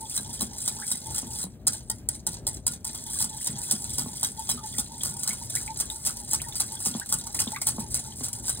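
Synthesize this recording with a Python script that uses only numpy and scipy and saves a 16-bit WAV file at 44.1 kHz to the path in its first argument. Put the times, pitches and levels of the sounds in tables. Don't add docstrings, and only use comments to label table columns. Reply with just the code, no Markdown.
import sys
import numpy as np
from scipy import signal
from scipy.fft import rfft, irfft, next_fast_len
from scipy.io import wavfile
from scipy.ndimage import uniform_filter1d

SR = 44100
rng = np.random.default_rng(int(sys.argv[2]) if len(sys.argv) > 2 else 0)


def output_pcm(signal):
    pcm = np.clip(np.atleast_2d(signal).T, -1, 1) * 32767
    wavfile.write(sys.argv[1], SR, np.round(pcm).astype(np.int16))


N = 379260
TIME = np.arange(N) / SR
TURN_S = .265
TAP_FROM_S, STIR_FROM_S, BEAT_FROM_S = 1.45, 2.86, 5.28
TAPPING = (TIME > TAP_FROM_S) & (TIME < STIR_FROM_S)

# frequency in Hz, level in dB.
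RUMBLE_SPECTRUM = [(20, -28), (33, -40), (45, -1.5), (65, 2), (82, 1), (140, 2), (165, -11.5), (235, -5.5),
                   (280, -11), (400, -14), (500, -22), (630, -18.5), (1100, -35), (5000, -62)]
RUMBLE_TREBLE = [(8000, -58), (12000, -70)]
ROOM_SPECTRUM = [(100, -40), (300, 13), (600, 7.5), (1500, 22), (2800, 15.5), (4100, 12.5), (5300, 3.5),
                 (7000, 5.5), (10000, 8.5), (12000, -45), (15000, -8)]
SLOSH_SPECTRUM = [(50, -29), (100, -5), (140, 5.5), (170, 0.5), (230, 4), (290, -9), (400, -14), (520, -19),
                  (1200, -32.5)]
FIZZ_SPECTRUM = [(100, -2), (240, 0), (480, -9), (900, -1.5), (1300, -24.5), (1750, -14), (2200, -20),
                 (2800, -15), (4000, -3.5), (7000, 1.5)]
FIZZ_TREBLE = [(10000, -12), (12000, -30)]
SNAP_SPECTRUM = [(700, -21), (1500, -4.5), (4200, 7), (7000, -1)]
SING_SPECTRUM = [(650, -59), (800, -1.5), (880, -2), (950, -4), (1150, -49)]
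KNOCK_SPECTRUM = [(60, 9.5), (200, 9), (350, -8), (500, -34), (630, 5), (760, 6), (900, 10.5), (1150, 1.5),
                  (1450, 1), (1750, -30), (2100, -12.5), (2800, -8), (5000, -6.5)]
RUB_SPECTRUM = [(1500, -40), (2700, -33), (3300, 8), (3650, 4.5), (4050, -22), (4700, 4), (5500, -14)]
WIRE_SPECTRUM = [(1200, -72), (2700, -31.5), (3500, -20), (4400, -14.5), (4900, -3), (5500, -6.5),
                 (7100, -6.5), (8000, 2), (10000, 0), (11000, -0.5)]
WIRE_TREBLE = [(11900, -23), (12700, -7), (13400, -6.5), (14000, -9.5), (15700, -11)]
# frequency in Hz, phase in radians.
MIC_PHASE_LEAD = [(0, 0), (300, -.2), (700, -1.2), (1100, -.7), (1400, .3), (1800, .5), (2600, 2),
                  (4000, 1.6), (4900, 3.1), (5450, 3.2), (8600, 6.25), (11900, 9.43), (14600, 12.5),
                  (16000, 12.7)]

# share of the turn from 0 to 1, level in dB.
STIR_DRAG = [(0, -33), (.4, -41), (.7, -34.5), (1, -31.5)]
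TAP_DRAG = [(0, -45), (.38, -35), (.78, -61), (1, -61)]
BEAT_DRAG = [(0, -29.5), (.22, -37), (0.497, -38), (0.699, -44), (1.001, -29)]

# start in seconds, final pitch in Hz, level in dB.
AIR_POCKETS = [(0.197, 240, -39), (0.409, 253, -41), (0.418, 201, -34.5), (1.229, 237.6, -37),
               (1.4397, 181, -34.5), (1.466, 179, -42), (3.731, 240, -37.5), (4.06, 247, -35),
               (4.785, 223, -35.5), (6.865, 201, -35), (6.9486, 227, -30.5), (7.469, 232, -31.5),
               (7.7825, 215, -28), (8.208, 242, -35.5), (8.585, 242, -43)]
# start in seconds, pitch in Hz, level in dB, life in seconds,
# rise in octaves per second.
BIG_BUBBLES = [(.818, 1480, -46.5, 0.0046, 24), (.946, 2060, -54, .004, -1), (4.559, 3800, -50, .003, 4),
               (4.573, 1253, -45.5, 0.0091, -1.5), (4.861, 3940, -39.5, 0.0024, 12),
               (5.009, 3430, -34.5, 0.0017, 12), (5.304, 2056, -35.5, 0.0039, 8.5),
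               (5.499, 3720, -43.5, 0.0027, 3), (5.566, 1970, -39.5, 0.0037, 19),
               (5.678, 2190, -34.5, 0.0015, 14), (5.9, 3380, -31, 0.0016, 16),
               (6.401, 2133, -45, 0.002, 11), (6.439, 1840, -47, 0.0038, 0.5),
               (6.523, 3660, -32.5, 0.0015, 3), (6.741, 3380, -50, 0.0016, 2),
               (6.769, 3257, -43, 0.0019, 2), (6.9393, 3370, -32, .0014, 8),
               (7.013, 1520, -40.5, 0.0045, 18), (7.194, 3820, -39, 0.0019, 8),
               (7.475, 3280, -32, 0.0016, 6), (7.545, 2030, -40, 0.0023, 10),
               (7.561, 2030, -28, 0.0013, 32), (7.565, 1140, -37.5, 0.0046, 7),
               (8.122, 3200, -42, 0.0012, 2), (8.562, 3700, -44, 0.0013, 2)]
# start and length in seconds, first and last pitch in Hz,
# level of a bubble in dB.
FURROWS = [(0.14, .025, 1345, 1890, -61), (0.782, .06, 890, 2260, -50), (1.143, 0.027, 1190, 1960, -55),
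           (5.251, 0.045, 836, 2100, -46.5), (5.534, 0.033, 1400, 1986, -53),
           (6.073, 0.032, 1030, 1430, -45), (6.395, .015, 2300, 3120, -46.5),
           (7.113, 0.031, 920, 1539, -46), (7.343, .012, 1770, 2230, -51), (7.386, .012, 1930, 3330, -43),
           (7.558, 0.016, 1430, 3150, -46), (7.612, 0.023, 1920, 2290, -47)]

# crest in seconds, level in dB,
# pitch in Hz, half length in seconds.
BOWL_NOTES = [(0.03, -41, 880, 0.024), (1.078, -45.5, 883, 0.028), (3.09, -59, 870, 0.018),
              (3.588, -52, 888, 0.038), (4.396, -31, 890, 0.011), (4.646, -44.5, 867, 0.022),
              (4.933, -44, 889, 0.035), (5.421, -43, 899, 0.0086), (5.7, -37, 883, 0.019),
              (6.478, -45, 896, 0.022), (6.738, -50, 890, 0.031), (7.266, -52, 894, 0.029),
              (7.538, -32, 867, 0.0071), (7.826, -49, 904, 0.025)]
# frequency in Hz, level in dB, time to fall 60 dB in seconds.
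TAPPED_GLASS_MODES = [(815, -2, .07), (885, 2, .09), (975, 1, .06), (1420, -8, .06), (1900, -9, .07),
                      (3900, -10, .06), (4400, -11, .06)]
WIRE_AND_BOWL_MODES = [(647, -20.5, 0.15), (818, -19.5, 0.092), (1420, -20.5, 0.28), (1890, -43, 0.15),
                       (2100, -21, 0.21), (3317, -13.5, 0.052), (3990, -8, .05), (6350, -5.5, .06),
                       (7210, 1, 0.11), (7740, 1, 0.22), (8070, 4.5, 0.21), (8370, -2, 0.19),
                       (8590, 4, 0.13), (9030, 3.5, 0.15), (9380, -3.5, 0.24), (9660, 1, 0.22),
                       (9380, -1, 0.084), (9800, 3, .14)]
CLACK_MODES = [(617, -9.5, 0.052), (882, -2, 0.044), (1420, -9, 0.036), (1907, -11.5, 0.043),
               (3310, -0.5, 0.029), (3890, -7, 0.032), (4400, -6, 0.035), (5000, -8, 0.064)]
# frequency in Hz, level in dB.
TICK_MODES = [(1500, -4), (2150, -18), (3350, 1), (3900, 2), (4100, -11), (4500, -11), (4950, 14.5),
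              (6300, 13)]

# start in seconds, level in dB, pitch in Hz.
WIRE_CLINKS = [(0.176, -29, 3980), (0.4085, -26.5, 3940), (0.6776, -31, 3800), (0.918, -29.5, 3850),
               (2.4676, -30.5, 4050), (3.2066, -37, 4056), (3.464, -33, 3800), (3.713, -33, 4050),
               (3.9838, -43, 3900), (4.229, -32, 3750), (4.2444, -27, 3920), (4.4912, -29.5, 3350),
               (4.5031, -29, 4040), (4.5121, -29.5, 3890), (4.7846, -31, 3560), (6.6021, -30, 4050),
               (7.669, -31, 4300)]
# middle in seconds, level in dB, half length in seconds.
WIRE_SKIDS = [(0.345, -35.5, .015), (0.601, -36, .028), (0.663, -32, .011), (0.868, -29, .01),
              (0.903, -32, .01), (1.069, -35, .018), (1.162, -30, .01), (1.301, -36, .006),
              (2.334, -34.5, .014), (3.074, -38, .009), (3.366, -32, .008), (3.641, -31, .008),
              (3.68, -34, .02), (3.833, -39, .012), (4.171, -37, .012), (4.434, -38, .014),
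              (5.135, -37, .014), (5.201, -35, .02), (5.427, -36.5, .009), (5.501, -34, .006),
              (5.657, -37.5, .01), (5.952, -38, .015), (6.205, -36.5, .016), (6.312, -33, .008),
              (7.099, -31, .016), (7.191, -33, 0.0055), (7.454, -35, .012), (8.07, -36, .014)]
# start in seconds, level in dB, fade in seconds,
# the bowl's knock against that level in dB.
WIRE_FLICKS = [(0.097, -33.5, .002, -32), (0.1632, -22.5, .003, -28), (1.145, -26.5, .005, -18),
               (1.387, -29.5, .005, -31), (1.674, -18, .002, -10.5), (1.6791, -16, .0016, -22),
               (1.732, -27, .003, -28), (1.9143, -29, .002, -22), (2.6788, -22, .002, -33),
               (2.947, -30, .008, -9.5), (3.132, -28.5, .005, -39), (3.214, -25, 0.0017, -33),
               (3.243, -25, .003, -14), (3.616, -32.5, .003, -33), (3.903, -31, .004, -32),
               (3.934, -29, .004, -38), (4.393, -30, .006, -28), (4.504, -22.5, .003, -20),
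               (4.513, -26, .002, -16), (5.2334, -23, .003, -24), (5.332, -31, .003, -5),
               (5.9, -31.5, .002, -25), (6.05, -26.5, .005, -35), (6.169, -32, .003, -22),
               (6.417, -29, .002, -11), (6.485, -31, .005, -14), (6.555, -26, .004, -17),
               (6.72, -31, .003, -15), (6.753, -33, .002, -25), (6.803, -31.5, .003, -9),
               (6.851, -27, .002, -30), (6.998, -29, .0012, -8), (7.06, -35, .002, -9),
               (7.1402, -24, .003, -12), (7.269, -30.5, .003, -8), (7.345, -25, .006, -9.5),
               (7.3905, -23, 0.0076, -20), (7.519, -32, .002, -8), (7.616, -23, .005, -13),
               (7.803, -31, .002, -24), (8.284, -30, .003, -13), (8.33, -26.5, .003, -27),
               (8.4813, -23.5, .003, -19)]
# time in seconds, level in dB, length of the clatter
# in seconds, the bowl's knock against the wires in dB, share of the first blow from 0 to 1,
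# extra drag on the way there in dB, heave of the batter afterwards in dB.
WALL_HITS = [(0.1756, -24.5, 0.011, -18, 0.5, 0, -48), (0.4081, -22, 0.014, -12.5, 0.25, -1, -43),
             (0.6775, -21.5, 0.012, -13.5, 0.6, 0, -55), (0.9148, -20.5, 0.011, -20, 0.36, 1, -44),
             (1.1812, -23.5, 0.015, -23, 0.5, 0, -55), (1.438, -29.5, 0.0087, -41, 0.5, 0.5, -66),
             (1.6685, -20.5, 0.007, -21.5, 0.5, -24.5, -44), (1.8987, -23, 0.005, -19.5, 0.8, 0.5, -48),
             (2.0881, -21.5, 0.007, -33, 0.44, -14, -55), (2.2668, -21, 0.01, -20.5, 0.35, -2, -41),
             (2.4677, -20, 0.016, -21, 0.16, 1.5, -47), (2.6659, -18.5, 0.008, -25.5, 0.57, -1.5, -42),
             (2.8455, -26.5, 0.011, -17.5, 0.3, 1, -64), (3.2034, -20.5, 0.023, -15.5, 0.12, 0, -48),
             (3.4702, -23.5, 0.01, -11, 0.4, 1, -39), (3.7105, -16.5, 0.015, -18, 0.6, 1, -43),
             (3.982, -20.5, 0.027, -12, 0.25, 1, -37.5), (4.2302, -18.5, 0.027, -15.5, 0.3, 0, -44),
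             (4.4911, -20.5, 0.022, -10.5, 0.2, -1, -38), (4.7826, -19, 0.02, -16, 0.18, -2.5, -49),
             (5.0334, -20.5, 0.032, -17, 0.3, -4, -43), (5.2751, -20, 0.024, -16, 0.17, 1.5, -44),
             (5.552, -20.5, 0.024, -30, 0.4, 0.5, -48), (5.8006, -20, 0.015, -17, 0.3, 0.5, -62),
             (6.063, -18.5, 0.029, -13.5, 0.1, 1, -48), (6.3323, -17.5, 0.019, -16, 0.3, 1, -46),
             (6.6002, -18.5, 0.02, -12.5, 0.19, -1, -49), (6.8574, -19, 0.021, -14, 0.26, 0, -39.5),
             (7.1246, -18.5, 0.013, -15.5, 0.6, 1, -39), (7.401, -19, 0.022, -14.5, 0.42, 1, -43),
             (7.669, -16, 0.022, -14.5, 0.3, 1, -42), (7.9432, -20, 0.017, -25, 0.25, -1, -60),
             (8.235, -26.5, 0.018, -24, 0.2, 0, -61), (8.4934, -23, 0.012, -13.5, 0.5, -1.5, -51)]


def undb(db):
    return 10 ** (np.asarray(db) / 20)


def unit(x):
    return x / np.sqrt(np.mean(x ** 2))


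def add(track, s, sound):
    start = max(int(s * SR), 0)
    track[start:start + len(sound)] += sound[:N - start]


def colour(x, points):
    hz, db = np.transpose(points)
    size = next_fast_len(x.shape[-1] + 4096)
    bins = np.maximum(np.fft.rfftfreq(size, 1 / SR), 1)
    gain = unit(undb(np.interp(np.log(bins), np.log(hz), db)))
    return irfft(rfft(x, size) * gain, size)[..., :x.shape[-1]]


def walk(rate):
    hold = int(SR / rate)
    steps = np.repeat(rng.standard_normal(N // hold + 1), hold)
    return unit(uniform_filter1d(uniform_filter1d(steps, hold), hold)[:N])


def pick(weights, chance):
    return np.searchsorted(np.cumsum(weights) / np.sum(weights), chance)


def contacts(n, rate, scatter_db, fade_s):
    size = undb(scatter_db * np.clip(rng.standard_normal(n), -2, 2)) ** 2
    hits = (rng.random(n) < rate / SR) * size / np.mean(size) * SR / rate
    keep = np.exp(-1 / (fade_s * SR))
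    return signal.lfilter([1 - keep], [1, -keep], hits)


def crackle(rate, scatter_db, fade_s, hiss):
    return unit(np.sqrt(hiss + contacts(N, rate, scatter_db, fade_s)) * rng.standard_normal(N))


def burst(power, db):
    noise = np.sqrt(power) * rng.standard_normal(len(power))
    return undb(db) * noise * np.sqrt(SR / 100 / np.sum(noise ** 2))


def blip(hz, life_s):
    age = TIME[:len(hz)] / life_s
    return np.sqrt(2) * age * np.exp(1 - age) * np.sin(2 * np.pi * np.cumsum(hz) / SR)


def damped_sine(t, hz, t60_s):
    return undb(-60 * t / t60_s) * np.sin(2 * np.pi * hz * t)


def ring(force, modes):
    response = sum(undb(db) * damped_sine(TIME[:SR // 2], hz, t60_s) for hz, db, t60_s in modes)
    return signal.fftconvolve(force, response / np.sqrt(np.sum(response ** 2)))[:N]


def rumble(level_db=-46.5, side_db=-18, waver_db=2.5, pan_db=3.5):
    mid, side = colour(rng.standard_normal((2, N)), RUMBLE_SPECTRUM + RUMBLE_TREBLE)
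    sign = np.array([[1], [-1]])
    gain = undb(level_db + waver_db * walk(13) + sign * pan_db / 2)
    return gain * (mid + sign * undb(side_db) * side)


def kitchen(x, t60_s, gap_s, wet_db):
    t, out = TIME[:SR // 2], 0
    angle = 2 * walk(10)
    for share in (np.cos(angle), np.sin(angle)):
        tail = rng.standard_normal((2, len(t))) * undb(-60 * t / t60_s) * (t > gap_s)
        tail = colour(tail / np.sqrt(np.sum(tail[0] ** 2)), ROOM_SPECTRUM)
        out = out + signal.fftconvolve((share * x)[None], tail, axes=1)[:, :N]
    return undb(wet_db) * out


def microphones(x):
    hz, lead = np.transpose(MIC_PHASE_LEAD)
    shift = np.exp(.5j * np.interp(np.fft.rfftfreq(N, 1 / SR), hz, lead))
    return irfft(rfft(x) * np.array([shift, shift.conj()]), N)


def turn_edges():
    hits = np.array(WALL_HITS)[:, 0]
    return np.r_[hits[0] - TURN_S, hits, hits[-1] + TURN_S]


def drag(ease_s=.012, unsteady_db=1.6):
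    edges = turn_edges()
    turn, share = np.divmod(np.interp(TIME, edges, np.arange(len(edges))), 1)
    shapes = (STIR_DRAG, TAP_DRAG, BEAT_DRAG)
    stir, tap, beat = (np.interp(share, *np.transpose(shape)) for shape in shapes)
    usual = np.select([TAPPING, TIME < BEAT_FROM_S], [tap, stir], beat)
    pressed = np.array([db for *_, db, _ in WALL_HITS]).take(turn.astype(int), mode="clip")
    return uniform_filter1d(usual + pressed, int(ease_s * SR)) + unsteady_db * walk(25)


def slosh(rest_db=-50.5, hit_rise_s=.026, gulp_rise_s=.011, gulp_db=-4.5, gain_db=-2):
    pushes = [(s, db, hit_rise_s) for s, *_, db in WALL_HITS]
    pushes += [(s, db + gulp_db, gulp_rise_s) for s, _, db in AIR_POCKETS]
    power = np.full(N, undb(rest_db) ** 2)
    for s, db, rise_s in pushes:
        age = TIME[:SR // 3] / rise_s
        add(power, s, undb(db) ** 2 * age * np.exp(1 - age))
    churn = crackle(rate=60, scatter_db=.5, fade_s=.008, hiss=.34)
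    return undb(gain_db) * np.sqrt(power) * colour(churn, SLOSH_SPECTRUM)


def fizz(drag_db, lifted_db=-46):
    level_db = .48 * drag_db - 29 + .5 * np.minimum(drag_db - lifted_db, 0)
    grains = crackle(rate=170, scatter_db=5.5, fade_s=.0025, hiss=.1)
    return undb(level_db) * colour(grains, FIZZ_SPECTRUM + FIZZ_TREBLE)


def gulps(drop_hz=800, fall_s=.00281, attack_s=.0014, life_s=.021):
    out, t = np.zeros(N), TIME[:SR // 10]
    swell = np.sqrt(2) * (1 - np.exp(-t / attack_s)) * np.exp(-(t / life_s) ** 2)
    drop = drop_hz * np.exp(-(t / fall_s) ** 4)
    for s, hz, db in AIR_POCKETS:
        add(out, s, undb(db) * swell * np.sin(2 * np.pi * np.cumsum(hz + drop) / SR))
    return out


def bubbles(drag_db, count=260, small_db=-21.5, low_hz=1100, octaves=1.9, life_s=.0012, rise=12):
    out, t = np.zeros(N), TIME[:SR // 12]
    wobble = 1 + .04 * walk(600)
    when, pitch, size, slow = rng.random((count, 4)).T
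    starts = pick(undb(drag_db), when)
    levels = drag_db[starts] + small_db + 6 * (2 * size - 1)
    small = zip(starts / SR, low_hz * 2 ** (octaves * pitch), levels, life_s * (.5 + slow), rise * slow)
    for s, hz, db, life, glide in list(BIG_BUBBLES) + list(small):
        quiver = wobble.take(int(s * SR) + np.arange(len(t)), mode="wrap")
        add(out, s, undb(db) * blip(hz * quiver * 2 ** (glide * t), life))
    roughness = 1 + .4 * walk(450)
    return out * roughness


def slurps(count=9, life_s=.0015, octaves_per_s=12, spread=.14, scatter_db=4):
    out, t = np.zeros(N), TIME[:SR // 30]
    for s, length_s, first_hz, last_hz, db in FURROWS:
        for k, (late, bend, size) in enumerate(rng.random((count, 3))):
            along = (k + late) / count
            hz = first_hz * (last_hz / first_hz) ** along * (1 + spread * (2 * bend - 1))
            bubble = blip(hz * 2 ** (octaves_per_s * t), life_s)
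            add(out, s + along * length_s, undb(db + scatter_db * (2 * size - 1)) * bubble)
    return out


def squelches(count=12, gain_db=-47.5, length_s=.055, low_hz=1000, octaves=1.49, octaves_per_s=26):
    out, t = np.zeros(N), TIME[:SR // 40]
    beats = [s for s, *_ in WALL_HITS if s > BEAT_FROM_S - TURN_S / 2]
    for s in beats:
        for late, pitch, size in rng.random((count, 3)):
            chirp = blip(low_hz * 2 ** (octaves * pitch + octaves_per_s * t), life_s=.0016)
            add(out, s + late * length_s, undb(gain_db + 6 * (2 * size - 2.5)) * chirp)
    return out


def snaps(fade_s=.0029, gain_db=-11):
    out = np.zeros(N)
    for s, _, db, life_s, _ in BIG_BUBBLES:
        add(out, s + life_s / 2, burst(np.exp(-TIME[:SR // 50] / fade_s), db + gain_db))
    return colour(out, SNAP_SPECTRUM)


def singing(usual_hz=875, usual_db=-54.5, usual_half_s=.027, arch=.01954, rub_db=-52.5, rub_half_s=.052):
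    notes, rub = np.zeros(N), np.zeros(N)
    wobble = 1 + .014 * walk(160)
    edges = turn_edges()
    for start, end in zip(edges[:-2], edges[1:-1]):
        usual = ((start + end) / 2, usual_db, usual_hz, usual_half_s)
        s, db, hz, half_s = next((row for row in BOWL_NOTES if start < row[0] < end), usual)
        if TAP_FROM_S < s < STIR_FROM_S:
            continue
        near = np.abs(TIME - s) < TURN_S / 2
        away = ((TIME[near] - s) / half_s) ** 2
        pitch = hz * wobble[near] * (1 + arch * (.5 - np.minimum(away, 2)))
        notes[near] += undb(db) * np.sqrt(2) * np.exp(-away) * np.sin(2 * np.pi * np.cumsum(pitch) / SR)
        rub[near] += np.exp(-((TIME[near] - s) / rub_half_s) ** 2)
    flutter = 1 + .22 * walk(130)
    return notes * flutter + undb(rub_db) * rub * colour(rng.standard_normal(N), SING_SPECTRUM)


def knocks(hit_force, flick_force, scrape):
    knock = colour(hit_force + flick_force + undb(-36) * scrape, KNOCK_SPECTRUM)
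    clear_ring = ring(TAPPING * hit_force, TAPPED_GLASS_MODES)
    return undb(-3.5 - 6 * TAPPING) * knock + undb(1) * clear_ring


def rubbing(drag_db, gain_db=-20, tap_db=-6):
    on_glass = np.clip((BEAT_FROM_S - TIME) / TURN_S, 0, 1)
    chatter = colour(crackle(rate=160, scatter_db=12.5, fade_s=.0032, hiss=.032), RUB_SPECTRUM)
    return on_glass * undb(drag_db + gain_db + tap_db * TAPPING) * chatter


def scraping(drag_db, drag_gain_db=-3, skid_gain_db=-.68):
    power = undb(drag_db + drag_gain_db) ** 2
    for s, db, half_s in WIRE_SKIDS:
        near = np.abs(TIME - s) < TURN_S / 2
        power[near] += undb(db + skid_gain_db) ** 2 * np.exp(-2 * ((TIME[near] - s) / half_s) ** 2)
    return np.sqrt(power) * crackle(rate=240, scatter_db=4.5, fade_s=.0016, hiss=.2)


def pings(force, count, t60_s, detune):
    out, t = np.zeros(N), TIME[:SR // 14]
    hz, db, _ = np.transpose(WIRE_AND_BOWL_MODES)
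    effort = np.sqrt(uniform_filter1d(force ** 2, size=64) + 1e-12)
    when, which, bend = rng.random((count, 3)).T
    modes = (which * len(hz)).astype(int)
    pitches = hz[modes] * (1 + detune * (2 * bend - 1))
    for i, gain, pitch in zip(pick(effort, when), undb(db[modes]), pitches):
        add(out, i / SR, np.sqrt(effort[i]) * gain * damped_sine(t, pitch, t60_s))
    return unit(out) * np.std(force)


def ticks(force, count=340, t60_s=.043, detune=.07, gain_db=-19):
    out, t = np.zeros(N), TIME[:SR // 25]
    effort = np.sqrt(uniform_filter1d(force ** 2, size=256) + 1e-12)
    when, which, bend, size = rng.random((count, 4)).T
    hz, db = np.array(TICK_MODES)[(which * len(TICK_MODES)).astype(int)].T
    pitches = hz * (1 + detune * (2 * bend - 1))
    gains = undb(db + gain_db + 14 * (size ** 2 - .5))
    for i, gain, pitch in zip(pick(np.sqrt(effort), when), gains, pitches):
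        add(out, i / SR, effort[i] * gain * damped_sine(t, pitch, t60_s))
    return out


def clinks(t60_s=.058, gain_db=-1):
    out = np.zeros(N)
    for s, db, hz in WIRE_CLINKS:
        add(out, s, undb(db + gain_db) * damped_sine(TIME[:SR // 10], hz, t60_s))
    return out


def clacks(gain_db=-15, late_s=.000999, detune=.011, scatter_db=5.5):
    out, t = np.zeros(N), TIME[:SR // 10]
    for s, db, _, _, share, *_ in WALL_HITS:
        blow = undb(db + gain_db) * np.sqrt(share)
        spot = 2 * rng.random((len(CLACK_MODES), 2)) - 1
        for (hz, mode_db, t60_s), (bend, size) in zip(CLACK_MODES, spot):
            tone = damped_sine(t, hz * (1 + detune * bend), t60_s)
            add(out, s + late_s, blow * undb(mode_db + scatter_db * size) * tone)
    return out


def flicks(gain_db=-1):
    wires, bowl = np.zeros(N), np.zeros(N)
    for s, db, fade_s, knock_db in WIRE_FLICKS:
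        force = burst(np.exp(-TIME[:SR // 20] / fade_s), db + gain_db)
        add(wires, s, force)
        add(bowl, s, force * undb(knock_db))
    return wires, bowl


def wall_hits(blow_s=.001, blow_db=1.5, hiss=.1, swell_share=.04):
    wires, bowl, t = np.zeros(N), np.zeros(N), TIME[:SR // 8]
    for s, db, length_s, knock_db, share, *_ in WALL_HITS:
        sweep = (1 - np.exp(-t / (swell_share * length_s))) * np.exp(-(t / length_s) ** 2)
        chatter = burst(sweep * (hiss + contacts(len(t), rate=340, scatter_db=4, fade_s=.0008)), db)
        blow = burst(t * np.exp(-t / blow_s), db + blow_db)
        force = np.sqrt(share) * blow + np.sqrt(1 - share) * chatter
        add(wires, s, force)
        add(bowl, s, force * undb(knock_db))
    return wires, bowl


def whisk(blows, scrape):
    force = blows + scrape
    clatter = undb(-2) * colour(force, WIRE_SPECTRUM + WIRE_TREBLE)
    damped_pings = undb(-8.5) * pings(force, count=4000, t60_s=.03, detune=.02)
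    free_pings = undb(-4.5) * pings(scrape, count=2000, t60_s=.07, detune=.012)
    ringing = undb(-13.5) * ring(force, WIRE_AND_BOWL_MODES)
    return clatter + damped_pings + free_pings + ticks(force) + clacks() + clinks() + ringing


def scene():
    drag_db = drag()
    hit_on_wires, hit_on_bowl = wall_hits()
    flick_on_wires, flick_on_bowl = flicks()
    scrape = scraping(drag_db)
    wires = whisk(hit_on_wires + flick_on_wires, scrape)
    batter = fizz(drag_db) + slosh() + gulps()
    glass = knocks(hit_on_bowl, flick_on_bowl, scrape) + singing()
    bowl = wires + batter + glass + rubbing(drag_db)
    froth = bubbles(drag_db) + slurps() + squelches() + snaps()
    bowl_room = kitchen(bowl, t60_s=.097, gap_s=.0031, wet_db=-8)
    froth_room = kitchen(froth, t60_s=.092, gap_s=.0019, wet_db=-12.5)
    return microphones(bowl + froth) + bowl_room + froth_room + rumble()


def record(dry, low_hz=38, top_hz=15750):
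    low_cut = signal.butter(6, low_hz, "highpass", fs=SR, output="sos")
    high_cut = signal.ellip(10, .1, 70, top_hz, fs=SR, output="sos")
    return signal.sosfilt(high_cut, signal.sosfilt(low_cut, dry))


dry = scene()
out = record(dry)
output_pcm(out)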